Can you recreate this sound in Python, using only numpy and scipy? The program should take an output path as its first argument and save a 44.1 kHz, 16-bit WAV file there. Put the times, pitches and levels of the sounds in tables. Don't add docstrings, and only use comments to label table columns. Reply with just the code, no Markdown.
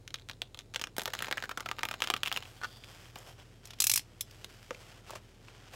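import sys
import numpy as np
from scipy import signal
from scipy.fft import rfft, irfft
from scipy.io import wavfile
from scipy.ndimage import map_coordinates

SR = 44100
rng = np.random.default_rng(int(sys.argv[2]) if len(sys.argv) > 2 else 0)


def unload_audio(sound):
    columns = np.transpose(np.atleast_2d(sound))
    steps = np.round(np.clip(columns, -1, 1) * 32767)
    wavfile.write(sys.argv[1], SR, steps.astype(np.int16))


N = 253575
TIME = np.arange(N) / SR

# (frequency [Hz], gain [dB])
PAPER_EQ = [(80, -42.5), (160, -13), (250, -10.5), (480, -7), (800, -4), (1200, -2.5), (2100, -2.5),
            (3300, -3), (4200, -8), (6300, -10), (9000, -18), (15500, -21.5)]


def blade_snaps(size=2048):
    # (time [s], level [dB], break length [ms])
    breaks = [(0.0776, -42, 0.35), (0.1418, -32.5, 1.7), (0.157, -45.5, 1), (0.197, -54, 0.55),
              (0.2879, -44, 0.13), (0.297, -37.5, 0.14), (0.3124, -44, 0.71), (0.4183, -30.5, 1.4),
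              (0.5456, -43.5, 0.45), (0.5904, -40.5, 0.36), (0.6081, -53, 0.13), (0.739, -43.5, 0.96),
              (0.745, -37.5, 1.5), (0.7596, -28.5, 2.2), (0.7954, -40, 0.53), (0.814, -33.5, 3.2),
              (0.8388, -31, 2.2), (0.966, -39.5, 0.82), (0.9823, -28, 0.81), (0.9954, -34, 0.23),
              (1.018, -36, .2), (1.0568, -30, 0.44), (1.076, -34, 2.8), (1.1348, -31, 2.2),
              (1.151, -37, 0.48), (1.19, -35.5, 0.84), (1.223, -30, 0.76), (1.2452, -35, 0.21),
              (1.2695, -40.5, 0.55), (1.3121, -30.5, 1.6), (1.3256, -27.5, 0.43), (1.372, -34, 4),
              (1.3797, -32, 0.62), (1.4246, -35.5, 0.64), (1.4372, -33.5, 4.3), (1.4929, -35.5, 1.1),
              (1.5115, -35, 4.6), (1.574, -31.5, 1.5), (1.5985, -42.5, .5), (1.6054, -35.5, 1.2),
              (1.6587, -34, 4.8), (1.6883, -35.5, 0.75), (1.714, -29.5, 0.19), (1.785, -38.5, 1.7),
              (1.7919, -36, 0.68), (1.8322, -26.5, 0.77), (1.853, -31.5, 0.31), (1.8873, -34.5, .45),
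              (1.9112, -32, 2.4), (1.9394, -35.5, 2.4), (2.0037, -38.5, 1.5), (2.021, -24, 0.27),
              (2.039, -32, 4.3), (2.0734, -32, 0.22), (2.085, -41, 0.44), (2.1015, -23.5, 1.56),
              (2.1387, -25, 0.54), (2.1639, -34.5, 2), (2.233, -25.5, 0.75), (2.2598, -31, 0.77),
              (2.2738, -31, 0.31), (2.2785, -34, 1.5), (2.316, -30.5, 0.57), (2.326, -30.5, 0.41),
              (2.3624, -31, 0.72), (2.373, -29.5, 1.1), (2.4238, -42, 3.4), (2.4542, -48.5, 1.8)]
    # (time [s], low shelf [dB], high shelf [dB])
    cut_tone = [(0.08, -9.5, 8), (0.42, 1.5, 5), (0.6, -3.5, 9), (0.77, -3.5, 2), (1.0, 4.5, 14),
                (1.42, -1.5, -8.5), (1.85, 0.5, -3.5), (2.1, -5.5, -10), (2.3, -1, -5.5)]
    # (time [s], lower note [Hz], its boost [dB], upper note [Hz], its boost [dB])
    panel_notes = [(0.3, 1490, 4, 3850, 9), (0.76, 950, -2, 3400, 3.5), (1.0, 1790, 3, 3660, 3.5),
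                   (1.25, 1670, 9, 3160, 2), (1.44, 1690, 9, 3200, -3), (1.6, 1240, 9.5, 2940, 0),
                   (1.85, 1300, 7, 2730, 4.5), (2.12, 1210, 6, 3150, 3.5), (2.26, 1220, 4, 2940, 9)]
    out, hz, followers = np.zeros(N), bins(size), []
    for (s, db, _), draws in zip(breaks, rng.random((len(breaks), 2, 3))):
        for chance, wait, strength in draws:
            if chance < .42:
                weak_db = -47.5 + 0.61 * (db + 34.5) + 3.5 * (2 * strength - 1)
                followers.append((s + np.interp(wait, [0, 1], [0.0042, 0.033]), weak_db, .6))
    for s, db, length_ms in breaks + followers:
        body_db, edge_db = at_time(cut_tone, s)
        body_db += 1.1 * np.log2(length_ms)
        body_db += 2.5 * rng.standard_normal()
        edge_db += 3.5 * rng.standard_normal()
        lower_hz, lower_db, upper_hz, upper_db = at_time(panel_notes, s)
        panel_db = lower_db * bump(hz, lower_hz, q=2.7) + upper_db * bump(hz, upper_hz, q=2.7)
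        add(out, s, paper_snap(s, db, body_db, edge_db, length_ms, panel_db))
    return out


def paper_snap(s, db, body_db, edge_db, length_ms, panel_db, size=2048):
    # (time [s], high shelf [dB])
    facing = [(0.85, -9.5), (1.5, 7), (2.4, 8.5), (5.1, -14.5)]
    t, hz = np.arange(size) / SR, bins(size)
    length_s = max(length_ms, .2) / 1000
    fibres = unit(rng.standard_normal(size) ** 3 * np.exp(-t / length_s)) * length_s / 0.00039
    fibres[0] += 1
    swell = 1 - np.exp(-t / .0007)
    low_waves = filtered(rng.standard_normal(size), 1 - above(hz, 1300)) * swell * np.exp(-t / .0045)
    high_waves = filtered(rng.standard_normal(size), above(hz, 1300)) * swell * np.exp(-t / .003)
    sheet = gain_of(-14) * unit(low_waves) + gain_of(-10) * unit(high_waves)
    shelves_db = body_db * (1 - above(hz, 1570)) + edge_db * above(hz, 6400)
    beam_db = np.interp(s, *np.transpose(facing)) * above(hz, 8600)
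    sound = coloured(unit(fibres) + sheet, read(PAPER_EQ, hz) + shelves_db + beam_db + panel_db)
    dispersion = np.exp(-4j * np.pi * .0005 * np.sqrt(1000 * hz))
    return at_level(filtered(sound, dispersion), db)


def corner_chatter(size=2048):
    # (time [s], level [dB])
    slips = [(2.6151, -42.5), (2.628, -43.5), (2.635, -33.5), (2.6444, -33), (2.6521, -39.5)]
    # (frequency [Hz], relative level [dB], t60 [s])
    corner_modes = [(1245, 0, 0.015), (1500, -0.5, 0.028), (1750, -8, 0.026), (3280, -21, 0.013),
                    (4460, -13.5, 0.021)]
    out, t, hz = np.zeros(N), np.arange(size) / SR, bins(size)
    for s, db in slips:
        burst = rng.standard_normal(size) * np.exp(-t / 0.0054)
        rasp = coloured(burst, read(PAPER_EQ, hz) - 5 * above(hz, 6600))
        corner = ring(corner_modes, t, detune=0.023)
        add(out, s, at_level(unit(corner) + gain_of(-6.5) * unit(rasp), db))
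    return out


def knife_ratchet(size=4096):
    # (time [s], level [dB], high shelf [dB])
    notches = [(3.6535, -46.5, 4), (3.672, -52, 2), (3.7052, -44, -17.5), (3.733, -48, -13),
               (3.786, -52, -12), (3.8019, -20.5, 9.5), (3.8195, -24, 6), (3.8398, -22, 10),
               (3.868, -20.5, 10), (3.8958, -21, 7), (3.9146, -22.5, 11), (3.9363, -22, 8.5),
               (3.958, -22.5, 9), (3.9746, -25, 8.5), (3.993, -38.5, -7), (4.208, -29.5, 8.5)]
    # (frequency [Hz], gain [dB])
    click_eq = [(200, -16), (480, -24), (870, -8.5), (1700, -8.5), (2700, -4), (3900, -4.5), (5000, -8.5),
                (5700, -3), (8200, -10.5), (9000, -11.5), (11300, -10), (15800, -17)]
    # (frequency [Hz], relative level [dB], t60 [s])
    knife_modes = [(4100, 6.5, 0.03), (4960, 4, 0.043), (5350, 5, 0.057), (5660, 0, 0.015),
                   (6300, -15, 0.015), (7300, 4.5, .025), (7880, 3, 0.02), (10000, 5, .018),
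                   (11000, -14.5, .02), (11600, -2, 0.044), (14260, -5, 0.052)]
    # (time [s], note [Hz], boost [dB])
    handle_note = [(3.7, 3330, 1), (3.8, 2760, 6), (3.98, 2410, 6), (4.2, 3280, 10.5)]
    out, t, hz = np.zeros(N), np.arange(size) / SR, bins(size)
    for s, db, edge_db in notches:
        note_hz, note_db = at_time(handle_note, s)
        since_slam = np.maximum(t - .0013 - .0005 * rng.random(), 0)
        slip = rng.standard_normal(size) * np.exp(-t / .0018) * np.minimum(t / .0003, 1)
        slam = rng.standard_normal(size) * (since_slam > 0) * np.exp(-since_slam / .0013)
        rattle = rng.standard_normal(size) * (since_slam > 0) * np.exp(-since_slam / 0.0046)
        impact = slam + gain_of(-6.5) * filtered(slip, 1 - 0.34 * above(hz, 7000))
        impact += gain_of(-3.5) * filtered(rattle, above(hz, 2600))
        ringing = ring(knife_modes, since_slam, detune=0.0036)
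        ringing += ring([(note_hz, 7, .011)], t, detune=0.0207)
        click = unit(coloured(impact, read(click_eq, hz))) + gain_of(-8) * unit(ringing)
        tone_db = edge_db * above(hz, 5000) + note_db * bump(hz, note_hz, q=7)
        add(out, s, at_level(coloured(click, tone_db), db))
    return out


def envelope_knocks(size=2048):
    # (time [s], level [dB], low shelf [dB], high shelf [dB], contact [ms], panel note [Hz])
    knocks = [(1.2048, -37.5, 1, -12, 1.9, 570), (1.2825, -36.5, 7.5, -2, 3.1, 600),
              (2.838, -47, -35, -24, 1, 2640), (3.1575, -42.5, 9, -3, 0.45, 2940),
              (3.1865, -51.5, -8, 15, 0.73, 7500), (3.3982, -57, 0, 2, 1.8, 3200),
              (4.31, -52.5, -17, 17, 1.5, 4870), (4.4444, -39, 1, 15.5, 1.4, 3720),
              (4.7076, -33.5, 12, 1, 0.59, 480), (4.747, -47, -16, -2, 0.76, 2350),
              (5.0965, -45, 12, 3, 1.9, 1260), (5.106, -40.5, 7.5, 25, 1.3, 530),
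              (5.1317, -43, 18, -11, 3.7, 636), (5.1533, -42, 8, 16, 6.9, 560),
              (5.484, -50.5, 1, 7, 0.54, 2660)]
    out = np.zeros(N)
    for s, db, body_db, edge_db, length_ms, note_hz in knocks:
        panel_db = 10 * bump(bins(size), note_hz, q=2.8)
        add(out, s, paper_snap(s, db, body_db, edge_db, length_ms, panel_db))
    return out


def blade_drag():
    # (time [s], relative level [dB])
    fader = [(0.0, -71.5), (0.93, -72), (1.0, -65.5), (1.2, -47), (1.55, -63), (2.1, -53), (2.2, -61.5),
             (2.35, -47.5), (2.5, -67)]
    level = gain_of(np.interp(TIME, *np.transpose(fader), right=-120) - 2.5)
    breaks = grains(per_s=1600, spread_db=4.0)
    burst = rng.standard_normal(256) * np.exp(-np.arange(256) / 45)
    fibres = signal.fftconvolve(breaks, burst)[:N]
    fizz = filtered(fibres, gain_of(read(PAPER_EQ, bins(N)) - 1.5 * above(bins(N), 4500)))
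    return level * evened(fizz)


def paper_slide():
    # (frequency [Hz], gain [dB])
    rub_eq = [(200, -7), (400, -2), (750, -1), (1000, -3), (1400, -1.5), (2100, -7), (3200, -7.5),
              (4000, -12.5), (5100, -11), (7900, -14.5), (9500, -22), (13000, -27), (15500, -33)]
    # (time [s], lower [Hz], upper [Hz], strength [dB])
    hollow_notes = [(2.45, 3250, 4460, -12), (2.75, 3500, 4650, 16.5), (3.0, 3250, 5110, -10),
                    (3.28, 3100, 5300, 2), (3.5, 3200, 5700, -12), (4.3, 3080, 4860, -5),
                    (5.75, 2960, 5370, -24)]
    hz = bins(N)
    slips = grains(per_s=6000, spread_db=-4.0) + gain_of(-15.5) * grains(per_s=20, spread_db=4.5)
    rub = filtered(slips, gain_of(read(rub_eq, hz))) * gain_of(1.3 * wander(38))
    lower_hz, upper_hz, strength_db = at_time(hollow_notes, TIME)
    rustle = filtered(rub, above(hz, 1500) * (1 - above(hz, 6750)))
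    hollow = resonate(rustle, lower_hz, width_hz=280) + 1.2 * resonate(rustle, upper_hz, width_hz=380)
    rustle += gain_of(strength_db) * hollow
    rustle /= np.sqrt(1 + gain_of(strength_db))
    flutter = filtered(rub, above(hz, 360) * (1 - above(hz, 1080)))
    hiss = filtered(rub, above(hz, 11000))
    return sum(evened(layer) * gain for layer, gain in zip((rustle, flutter, hiss), stroke_gains()))


def stroke_gains(attack_s=0.062, release_s=0.048):
    # (start [s], length [s], rustle [dB], flutter [dB], hiss [dB])
    strokes = [(2.401, 0.37, -61.5, -66.5, -68), (2.786, 0.29, -58, -65, -67.5),
               (3.12, 0.19, -58.5, -59.5, -65.5), (3.362, 0.031, -51.5, -54.5, -66),
               (3.59, 0.14, -65, -72, -85), (4.25, 0.65, -62, -72, -71.5), (4.707, 0.28, -62.5, -65.5, -74),
               (5.032, .12, -55.5, -61, -67.5), (5.422, 0.26, -61.5, -66.5, -79),
               (5.706, .1, -48.5, -52, -58)]
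    # (rustle [dB], flutter [dB], hiss [dB])
    held_db = (-68, -76, -80.5)
    power = np.outer(gain_of(held_db), TIME > strokes[0][0]) ** 2
    for start, length, *levels_db in strokes:
        attack = np.clip((TIME - start) / attack_s, 0, 1)
        release = np.clip(1 - (TIME - start - length) / release_s, 0, 1)
        power += np.outer(gain_of(levels_db), attack * release) ** 2
    return np.sqrt(power)


def near_echo(x):
    delay_s = 0.0034 + 0.00026 * wander(4.7)
    echo = map_coordinates(x, [np.arange(N) - delay_s * SR], order=3)
    return gain_of(-11.5) * filtered(echo, above(bins(N), 710))


def room_reverb(x, size=22050):
    # (frequency [Hz], t60 [s])
    decay_times = [(150, 0.32), (700, 0.26), (2500, 0.2), (6000, 0.18), (15000, 0.09)]
    # (frequency [Hz], gain [dB])
    tail_eq = [(200, 0), (700, -5.5), (1500, -10.5), (3000, -10), (6000, -9), (15000, -3.5)]
    reflections = rng.standard_normal(size) * (rng.random(size) < 3000 / SR)
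    hz, frame_s, spectra = signal.stft(reflections, SR, nperseg=256)
    spectra = spectra * gain_of(-60 * frame_s / read(decay_times, hz)[:, None])
    tail = signal.istft(spectra, SR, nperseg=256)[1][:size]
    tail *= np.interp(np.arange(size) / SR, [.003, .007, .017, .021], [0, 0.99, 0.6, 0.54])
    tail = coloured(unit(tail), read(tail_eq, bins(size)))
    return signal.fftconvolve(x, tail)[:N]


def room_tone(air_db=-60.5):
    # (frequency [Hz], gain [dB])
    air_eq = [(25, -32), (60, 1), (110, 8), (170, 1.5), (250, -1), (400, -1.5), (700, -9.5), (1200, -18.5),
              (2500, -22.5), (8000, -25.5), (15000, -35.5)]
    # (frequency [Hz], level [dB], unsteadiness [0-1])
    partials = [(40.7, -63.5, 0), (81, -68, 0.5), (101.4, -65, 0.26), (118.3, -62.5, 0.57)]
    out = gain_of(air_db) * evened(filtered(rng.standard_normal(N), gain_of(read(air_eq, bins(N)))))
    for hz, db, unsteady in partials:
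        phase = 2 * np.pi * (hz * TIME + rng.random()) + unsteady * 2 * wander(1.75)
        waver = 1 + .5 * unsteady * wander(6.1)
        out += gain_of(db) * np.sqrt(2) * np.cos(phase) * waver
    return out


def ring(modes, t, detune):
    out = np.zeros(len(t))
    for hz, db, t60 in modes:
        strike = (.5 + rng.random()) * rng.choice([-1, 1])
        struck_hz = hz * (1 + detune * rng.standard_normal())
        out += strike * gain_of(db - 60 * t / t60) * np.sin(2 * np.pi * struck_hz * t)
    return out


def grains(per_s, spread_db):
    sizes = gain_of(spread_db * np.minimum(rng.exponential(1, N), 4))
    return evened(sizes * rng.standard_normal(N) * (rng.random(N) < per_s / SR))


def wander(rate_hz):
    return evened(filtered(rng.standard_normal(N), np.exp(-(bins(N) / rate_hz) ** 2)))


def resonate(x, hz, width_hz):
    carrier = np.exp(2j * np.pi * np.cumsum(hz) / SR)
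    pole = np.exp(-np.pi * width_hz / SR)
    return 2 * (carrier * signal.lfilter([1 - pole], [1, -pole], x / carrier)).real


def coloured(x, db):
    log_gain = np.log(gain_of(np.maximum(db, db.max() - 70)))
    mirrored = np.concatenate([log_gain, log_gain[-2:0:-1]])
    return filtered(x, np.exp(np.conj(signal.hilbert(mirrored)))[:len(db)])


def filtered(x, gain):
    return irfft(rfft(x) * gain, len(x))


def above(hz, corner_hz):
    return hz ** 4 / (hz ** 4 + corner_hz ** 4)


def bump(hz, centre_hz, q):
    return 1 / (1 + (2 * q * (hz / centre_hz - 1)) ** 2)


def bins(size):
    return np.fft.rfftfreq(size, 1 / SR)


def read(points, hz):
    point_hz, value = np.transpose(points)
    return np.interp(np.log(hz + 1), np.log(point_hz + 1), value)


def at_time(curve, s):
    when, *columns = np.transpose(curve)
    return [np.interp(s, when, column) for column in columns]


def gain_of(db):
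    return 10 ** (np.asarray(db) / 20)


def at_level(x, db, size=220):
    return gain_of(db) * x / np.sqrt(np.mean(x[:size] ** 2))


def evened(x):
    return x / np.sqrt(np.mean(x ** 2) + 1e-20)


def unit(x):
    return x / np.linalg.norm(x)


def add(mix, s, sound):
    part = mix[max(round(s * SR), 0):][:len(sound)]
    part += sound[:len(part)]


def scene():
    clicks = blade_snaps() + envelope_knocks() + corner_chatter() + knife_ratchet()
    echoes = near_echo(clicks) + gain_of(-8.0) * room_reverb(clicks)
    return (clicks + echoes + blade_drag() + paper_slide() + room_tone())[None]


def record(dry):
    low_pass = signal.firwin(511, 15900, window=("kaiser", 9), fs=SR)
    return signal.oaconvolve(dry, low_pass[None], "same")


dry = scene()
out = record(dry)
unload_audio(out)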